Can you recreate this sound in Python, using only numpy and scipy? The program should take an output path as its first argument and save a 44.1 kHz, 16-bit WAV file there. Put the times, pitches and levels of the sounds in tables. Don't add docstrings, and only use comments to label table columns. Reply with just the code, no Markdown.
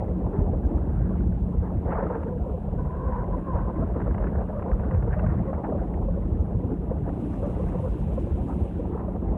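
import sys
import numpy as np
from scipy import signal
from scipy.fft import rfft, irfft, next_fast_len
from scipy.io import wavfile
from scipy.ndimage import uniform_filter1d

SR = 44100
rng = np.random.default_rng(int(sys.argv[2]) if len(sys.argv) > 2 else 0)


def put_to_file(sound):
    columns = np.atleast_2d(sound).T
    safe = np.clip(columns, -1, 1)
    whole_steps = np.round(safe * 32767)
    wavfile.write(sys.argv[1], SR, whole_steps.astype(np.int16))


N = 413216
ATTACK_SHARE = 0.6
CHANCE_SPREAD_DB = 5.5


def from_db(db):
    return 10 ** (np.asarray(db) / 20)


def rms_one(x):
    return x / np.sqrt(np.mean(x ** 2) + 1e-20)


def in_time(rows):
    times, *columns = np.transpose(rows)
    return [np.interp(np.arange(N) / SR, times, column) for column in columns]


def drift(rate_hz):
    pole = np.exp(-80 * np.pi * rate_hz / SR)
    noise = rng.standard_normal(N // 40 + 2002)
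    slow = signal.lfilter([1], [1, -2 * pole, pole * pole], noise)[2000:]
    return np.interp(np.arange(N) / 40, np.arange(len(slow)), rms_one(slow))


def band_noise(spectrum, shared_db, own_db, rate_hz):
    hz, level_db = np.transpose(spectrum)
    size = next_fast_len(N)
    bins = np.maximum(np.arange(size // 2 + 1) * SR / size, 1)
    shape_db = np.interp(np.log(bins), np.log(hz), level_db, left=-150, right=-150)
    coloured = rfft(rng.standard_normal(size)) * from_db(shape_db)
    together, out = drift(rate_hz), 0
    thirds = 3 * np.log2(bins / hz[0])
    for k in range(int(3 * np.log2(hz[-1] / hz[0])) + 2):
        weight = np.clip(1 - abs(thirds - k), 0, 1)
        band = irfft(coloured * weight, size)[:N]
        out = out + band * from_db(shared_db * together + own_db * drift(rate_hz))
    return rms_one(out)


def pulse(peak_s, length_s, attack=1):
    at = np.arange(max(int((peak_s - 2 * length_s) * SR), 0), min(int((peak_s + 2 * length_s) * SR), N))
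    away = 2 * (at / SR - peak_s) / length_s
    return at, from_db(-6 * np.where(away < 0, away / attack, away) ** 2)


def by_chance(count, *wind_db):
    when, draw, drop = rng.random((count, 3)).T
    at = (when * (N - 1)).astype(int)
    return at / SR, draw, *[db[at] - CHANCE_SPREAD_DB * drop for db in wind_db]


# (time [s], rumble [dB], growl [dB], flutter [dB], rasp [dB])
WIND_LEVELS = [(0.0, -28.5, -35.5, -37.5, -57), (0.52, -25.5, -33.5, -37.5, -59.5),
               (1.12, -23.5, -35, -41.5, -52.5), (1.35, -22, -39.5, -43, -62.5),
               (1.84, -24.5, -35.5, -39, -57.5), (1.9, -25, -38.5, -33, -44),
               (2.2, -31.5, -38, -36.5, -49.5), (2.34, -28.5, -42, -40.5, -61),
               (2.58, -28.5, -42.5, -41, -61.5), (3.18, -27.5, -37.5, -40, -56),
               (4.3, -25.5, -35.5, -36.5, -51), (4.45, -29, -40, -37.5, -53.5),
               (5.37, -22.5, -38.5, -38, -51), (5.72, -31.5, -36, -36, -55), (6.05, -25, -36.5, -40, -61.5),
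               (6.72, -30, -35, -40, -59), (7.28, -28, -32, -40.5, -58), (7.57, -24, -37, -37.5, -55),
               (8.79, -30.5, -37, -43.5, -63), (9.37, -28, -34, -37, -55.5)]
# (frequency [Hz], relative density [dB])
RUMBLE_SPECTRUM = [(22, -41), (32, -25.5), (42, -2.5), (50, -0.5), (60, -3), (75, -2.5), (100, -8.5),
                   (150, -11), (230, -16)]
GROWL_SPECTRUM = [(90, -14.5), (140, -17.5), (230, 3), (330, 3), (480, -12)]
FLUTTER_SPECTRUM = [(300, -13), (420, 0), (530, -1.5), (700, -6), (1000, -13), (1400, -35)]
RASP_SPECTRUM = [(800, -6.5), (1100, 7.5), (1500, 4), (2000, -7), (2700, -25), (3600, -44.5)]
def buffeting():
    rumble_db, growl_db, flutter_db, rasp_db = in_time(WIND_LEVELS)
    rumble = from_db(rumble_db) * band_noise(RUMBLE_SPECTRUM, shared_db=2.4, own_db=2, rate_hz=13)
    growl = from_db(growl_db) * band_noise(GROWL_SPECTRUM, shared_db=3, own_db=1, rate_hz=11)
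    streaks = drift(22)
    flutter = band_noise(FLUTTER_SPECTRUM, shared_db=-1.5, own_db=2.5, rate_hz=25)
    flutter *= from_db(flutter_db + 2.18 * streaks)
    rasp = band_noise(RASP_SPECTRUM, shared_db=1, own_db=4.5, rate_hz=34)
    rasp *= from_db(rasp_db + 1.1 * streaks)
    return rumble + growl + flutter + rasp


def wavering_tone(hz, wander_hz, rate_hz):
    pitch_hz = hz + wander_hz * drift(rate_hz)
    return np.sqrt(2) * np.sin(2 * np.pi * np.cumsum(pitch_hz) / SR)


# (frequency [Hz], rms wander [Hz], relative level [dB])
HUM_LINES = [(177.9, 2.5, 1), (207.4, 0.93, -4)]
# (time [s], level [dB])
HUM_CURVE = [(0.0, -35), (0.96, -42), (1.09, -30), (2.48, -42), (3.7, -38.5), (9.37, -38)]
def machinery():
    level_db, = in_time(HUM_CURVE)
    low, high = [from_db(db + 2 * drift(13)) * wavering_tone(hz, wander_hz, rate_hz=3)
                 for hz, wander_hz, db in HUM_LINES]
    return from_db(level_db) * low + from_db(np.mean(level_db)) * high


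WAVE_S, WAVE_ATTACK_S, WAVE_HOLD_S, WAVE_RELEASE_S = 7.0, 0.25, 1.39, 0.39
WASH_DB, WASH_SWELL_DB, SPRAY_DB = -72.5, 7.5, -73
# (frequency [Hz], relative density [dB])
WASH_SPECTRUM = [(1500, -2), (2300, 0.5), (2550, 0.5), (2750, 1.5), (2950, -2.5), (3500, -6.5), (4200, -14)]
SPRAY_SPECTRUM = [(3700, -8), (4300, -7), (5500, -7.5), (7000, -5.5), (8600, -1.5), (10500, -7.5),
                  (12500, -10)]
def water():
    corners_s = WAVE_S + np.cumsum([0, WAVE_ATTACK_S, WAVE_HOLD_S, WAVE_RELEASE_S])
    wave = np.interp(np.arange(N) / SR, corners_s, [0, 1, 0.92, 0])
    wash = band_noise(WASH_SPECTRUM, shared_db=0.7, own_db=0.5, rate_hz=11)
    spray = band_noise(SPRAY_SPECTRUM, shared_db=1.6, own_db=2, rate_hz=25)
    return from_db(WASH_DB + WASH_SWELL_DB * wave) * wash + from_db(SPRAY_DB) * wave * spray


# (frequency [Hz], relative density [dB])
HISS_SPECTRUM = [(3900, -5), (5200, -5.5), (7000, -3), (8600, 0), (10500, -2), (12500, -5), (15000, -6.5)]
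def hiss(level_db=-79.5):
    return from_db(level_db) * band_noise(HISS_SPECTRUM, shared_db=0.2, own_db=1.2, rate_hz=12)


THUMP_CYCLES = 1.13
SMALL_THUMP_HZ, SMALL_THUMP_RANGE_HZ, SMALL_THUMP_DB = 55.5, 24.7, 7.5
# (time [s], frequency [Hz], level [dB])
STRONG_THUMPS = [(0.26, 79, -15.5), (.39, 150, -13), (.415, 76, -15), (0.66, 59.1, -12),
                 (0.753, 60.9, -12.5), (0.963, 77.6, -13.5), (1.02, 110, -15.5), (1.215, 60, -20),
                 (1.265, 60, -19), (1.315, 60, -19), (1.586, 69.6, -14.5), (2.414, 69.2, -16),
                 (3.13, 53.9, -18.5), (3.548, 58.2, -12), (4.73, 51.06, -11), (5.069, 89, -15.5),
                 (5.32, 62.4, -17), (6.324, 63.3, -15), (6.406, 69, -11), (6.553, 100.6, -14.5),
                 (6.648, 81.9, -15), (7.03, 119.2, -16), (7.91, 48.9, -15.5), (8.621, 67.5, -13.5)]
def thumps():
    rumble_db, *_ = in_time(WIND_LEVELS)
    when, draw, small_db = by_chance(18, rumble_db + SMALL_THUMP_DB)
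    small = zip(when, SMALL_THUMP_HZ + SMALL_THUMP_RANGE_HZ * draw, small_db)
    out = np.zeros(N)
    for time_s, hz, level_db in [*STRONG_THUMPS, *small]:
        at, swell = pulse(time_s, THUMP_CYCLES / hz)
        out[at] += from_db(level_db) * swell * np.sin(2 * np.pi * hz * (at / SR - time_s))
    leak = signal.butter(4, 40, "high", fs=SR, output="sos")
    return signal.sosfilt(leak, out)


SMALL_BURBLE_S, SMALL_BURBLE_DB = 0.012, 0.5
SMALL_BURBLE_HZ, SMALL_BURBLE_RANGE_HZ = 448, 155.8
# (time [s], length [s], frequency [Hz], level [dB])
STRONG_BURBLES = [(0.344, 0.037, 418, -26.5), (0.426, 0.042, 408, -28), (1.634, 0.01, 462, -26),
                  (1.93, .02, 494, -28), (1.99, 0.017, 428.4, -23), (2.029, 0.01, 503, -19),
                  (2.055, 0.0088, 430, -24), (2.108, 0.029, 500, -27), (2.157, 0.03, 466, -27.5),
                  (2.268, 0.016, 470, -30.5), (2.29, .014, 460, -29.5), (2.325, 0.035, 500, -29.5),
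                  (2.367, .02, 482, -30.5), (2.415, 0.029, 688, -37), (2.467, 0.013, 545, -27.5),
                  (2.5, 0.023, 680, -35), (2.546, 0.022, 520, -28.5), (2.687, 0.0093, 560, -30),
                  (3.561, 0.023, 577, -27.5), (3.828, 0.019, 650, -26), (4.078, 0.0098, 570, -28),
                  (4.57, 0.08, 588, -31), (4.7, 0.011, 526, -22.5), (5.08, 0.016, 498, -25),
                  (5.172, 0.017, 598, -29), (5.242, 0.016, 608, -26.5), (5.491, 0.041, 537, -27.5),
                  (5.531, 0.0036, 642, -21), (5.725, 0.009, 600, -21.5), (5.753, 0.013, 558, -23),
                  (6.087, 0.013, 536, -24), (6.178, 0.012, 560, -27), (6.638, 0.017, 509, -28.5),
                  (6.918, 0.013, 515, -24.5), (7.442, 0.056, 562, -28.5), (7.602, 0.019, 541, -25.5),
                  (7.75, .03, 500, -29), (7.845, 0.04, 502, -26), (8.181, 0.013, 523, -22.5),
                  (8.272, 0.0086, 544, -27.5), (8.798, 0.013, 504, -25), (8.955, 0.012, 466, -25),
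                  (9.085, 0.012, 576, -27)]
def burbles():
    *_, flutter_db, rasp_db = in_time(WIND_LEVELS)
    octave = from_db(rasp_db - flutter_db + 1)
    when, draw, small_db = by_chance(40, flutter_db + SMALL_BURBLE_DB)
    small_hz = SMALL_BURBLE_HZ + SMALL_BURBLE_RANGE_HZ * draw
    rows = [*STRONG_BURBLES, *zip(when, SMALL_BURBLE_S * (0.5 + draw), small_hz, small_db)]
    wobble = 0.35 * np.pi * drift(22)
    out = np.zeros(N)
    for (time_s, length_s, hz, level_db), start_turns in zip(rows, rng.random(len(rows))):
        at, swell = pulse(time_s, length_s, ATTACK_SHARE)
        phase = 2 * np.pi * (hz * at / SR + start_turns) + wobble[at]
        out[at] += from_db(level_db) * swell * (np.sin(phase) + octave[at] * np.sin(2 * phase))
    return signal.sosfilt(signal.butter(6, 1500, "low", fs=SR, output="sos"), out)


SMALL_PUFF_S, SMALL_DULL_DB, SMALL_BRIGHT_DB = 0.0061, -12.5, -7.5
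# (time [s], length [s], dull level [dB], bright level [dB])
STRONG_PUFFS = [(0.367, 0.13, -43, -60.5), (1.65, 0.085, -40, -67), (1.925, 0.054, -32.5, -51),
                (1.98, 0.057, -27.5, -62), (2.108, .03, -32.5, -59), (2.152, 0.02, -30.5, -71),
                (3.146, 0.12, -39.5, -60), (3.564, 0.094, -36.5, -61.5), (5.132, 0.03, -49, -45.5),
                (5.3, 0.09, -41, -59), (5.646, 0.031, -34.5, -63), (7.338, 0.023, -39, -71),
                (8.5, 0.06, -40, -82), (8.977, 0.19, -41, -78)]
# (frequency [Hz], relative density [dB])
DULL_SPECTRUM = [(500, -5.5), (900, 2), (1400, -12), (1900, -23.5), (2400, -40.5)]
BRIGHT_SPECTRUM = [(1300, 6), (1800, 12.5), (2300, 0), (2900, -10), (3400, -26.5)]
def puffs():
    *_, flutter_db, rasp_db = in_time(WIND_LEVELS)
    when, draw, *small_db = by_chance(60, flutter_db + SMALL_DULL_DB, rasp_db + SMALL_BRIGHT_DB)
    small = zip(when, SMALL_PUFF_S * (0.5 + draw), *small_db)
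    dull_gain, bright_gain = np.zeros((2, N))
    for time_s, length_s, dull_db, bright_db in [*STRONG_PUFFS, *small]:
        at, swell = pulse(time_s, length_s, ATTACK_SHARE)
        dull_gain[at] += from_db(dull_db) * swell
        bright_gain[at] += from_db(bright_db) * swell
    dull = band_noise(DULL_SPECTRUM, shared_db=2.5, own_db=2.5, rate_hz=40)
    bright = band_noise(BRIGHT_SPECTRUM, shared_db=2.5, own_db=2.5, rate_hz=40)
    return dull_gain * dull + bright_gain * bright


# (time [s], level at the crest [dB])
SHARP_FLAPS = [(1.905, -35), (1.988, -35), (2.0294, -39), (2.149, -40.5), (2.228, -35.5), (3.959, -36.5),
               (3.9983, -39.5), (4.014, -36.5), (4.1072, -39), (4.142, -36), (4.177, -37.5), (4.221, -34.5),
               (4.237, -37), (4.266, -36.5), (4.5917, -40.5), (4.62, -34), (4.712, -34), (4.7936, -41.5),
               (4.908, -38), (4.9407, -38), (5.021, -40), (5.106, -39), (5.143, -44), (5.191, -35),
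               (5.2617, -35.5), (5.5304, -40), (5.6382, -38), (5.937, -41), (7.0883, -38)]
# (frequency [Hz], relative density [dB])
FLAP_SPECTRUM = [(500, 3.5), (1000, 6), (1700, -5), (2400, -19), (2800, -21.5), (3200, -42.5)]
def flaps(length_s=0.010):
    air = band_noise(FLAP_SPECTRUM, shared_db=0, own_db=2, rate_hz=40)
    out = np.zeros(N)
    for time_s, level_db in SHARP_FLAPS:
        at, swell = pulse(time_s + length_s / 2, length_s, ATTACK_SHARE)
        swell_rms = np.sqrt(np.mean(swell ** 2))
        out[at] += from_db(level_db) * swell_rms * rms_one(swell * air[at])
    return out


# (time [s], pitch [Hz], level [dB])
WHISTLE_CURVE = [(2.72, 990, -84), (2.788, 996, -37), (2.844, 979, -49), (2.924, 1024, -41.5),
                 (3.064, 1036, -36.5), (3.15, 992, -34), (3.23, 999, -36), (3.29, 1010, -60),
                 (3.345, 985, -37.5), (3.4, 1068, -59), (3.47, 1075, -39.5), (3.55, 966, -34.5),
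                 (3.61, 1030, -36.5), (3.69, 1008, -41.5), (3.83, 1060, -42.5), (3.9, 1060, -80)]
# (multiple of the pitch [ratio], width [Hz], relative level [dB])
WHISTLE_BANDS = [(.5, 25, -6), (1, 47, -3), (1.5, 100, -19.5)]
def whistle(core=0.6):
    hz, level_db = in_time(WHISTLE_CURVE)
    phase = 2 * np.pi * np.cumsum(hz) / SR
    tone = np.zeros(N)
    for multiple, width_hz, band_db in WHISTLE_BANDS:
        in_phase = (core + drift(width_hz)) * np.sin(multiple * phase)
        quadrature = drift(width_hz) * np.cos(multiple * phase)
        tone += from_db(band_db) * (in_phase + quadrature)
    return from_db(level_db) * tone


def scene():
    noise_floor = hiss()
    wind = buffeting() + thumps() + puffs() + flaps() + burbles() + whistle()
    return (wind + machinery() + water() + noise_floor)[None]


LIMIT, RIPPLE_DB, GAIN_STEP_HZ, CUTOFF_HZ = 0.15, -57, 6000, 14300
def record(dry):
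    excess = uniform_filter1d(np.maximum(abs(dry) / LIMIT - 1, 0), size=200)
    gain = 1 / (1 + 0.62 * uniform_filter1d(excess, size=200))
    step_phase = 2 * np.pi * GAIN_STEP_HZ * np.arange(N) / SR
    sawtooth = np.sin(step_phase) + np.sin(2 * step_phase) / 2
    ripple = from_db(RIPPLE_DB) * np.tanh(excess / 0.18) * sawtooth
    top_cut = signal.ellip(14, 0.5, 80, CUTOFF_HZ, fs=SR, output="sos")
    return signal.sosfilt(top_cut, dry * (gain + ripple))


dry = scene()
out = record(dry)
put_to_file(out)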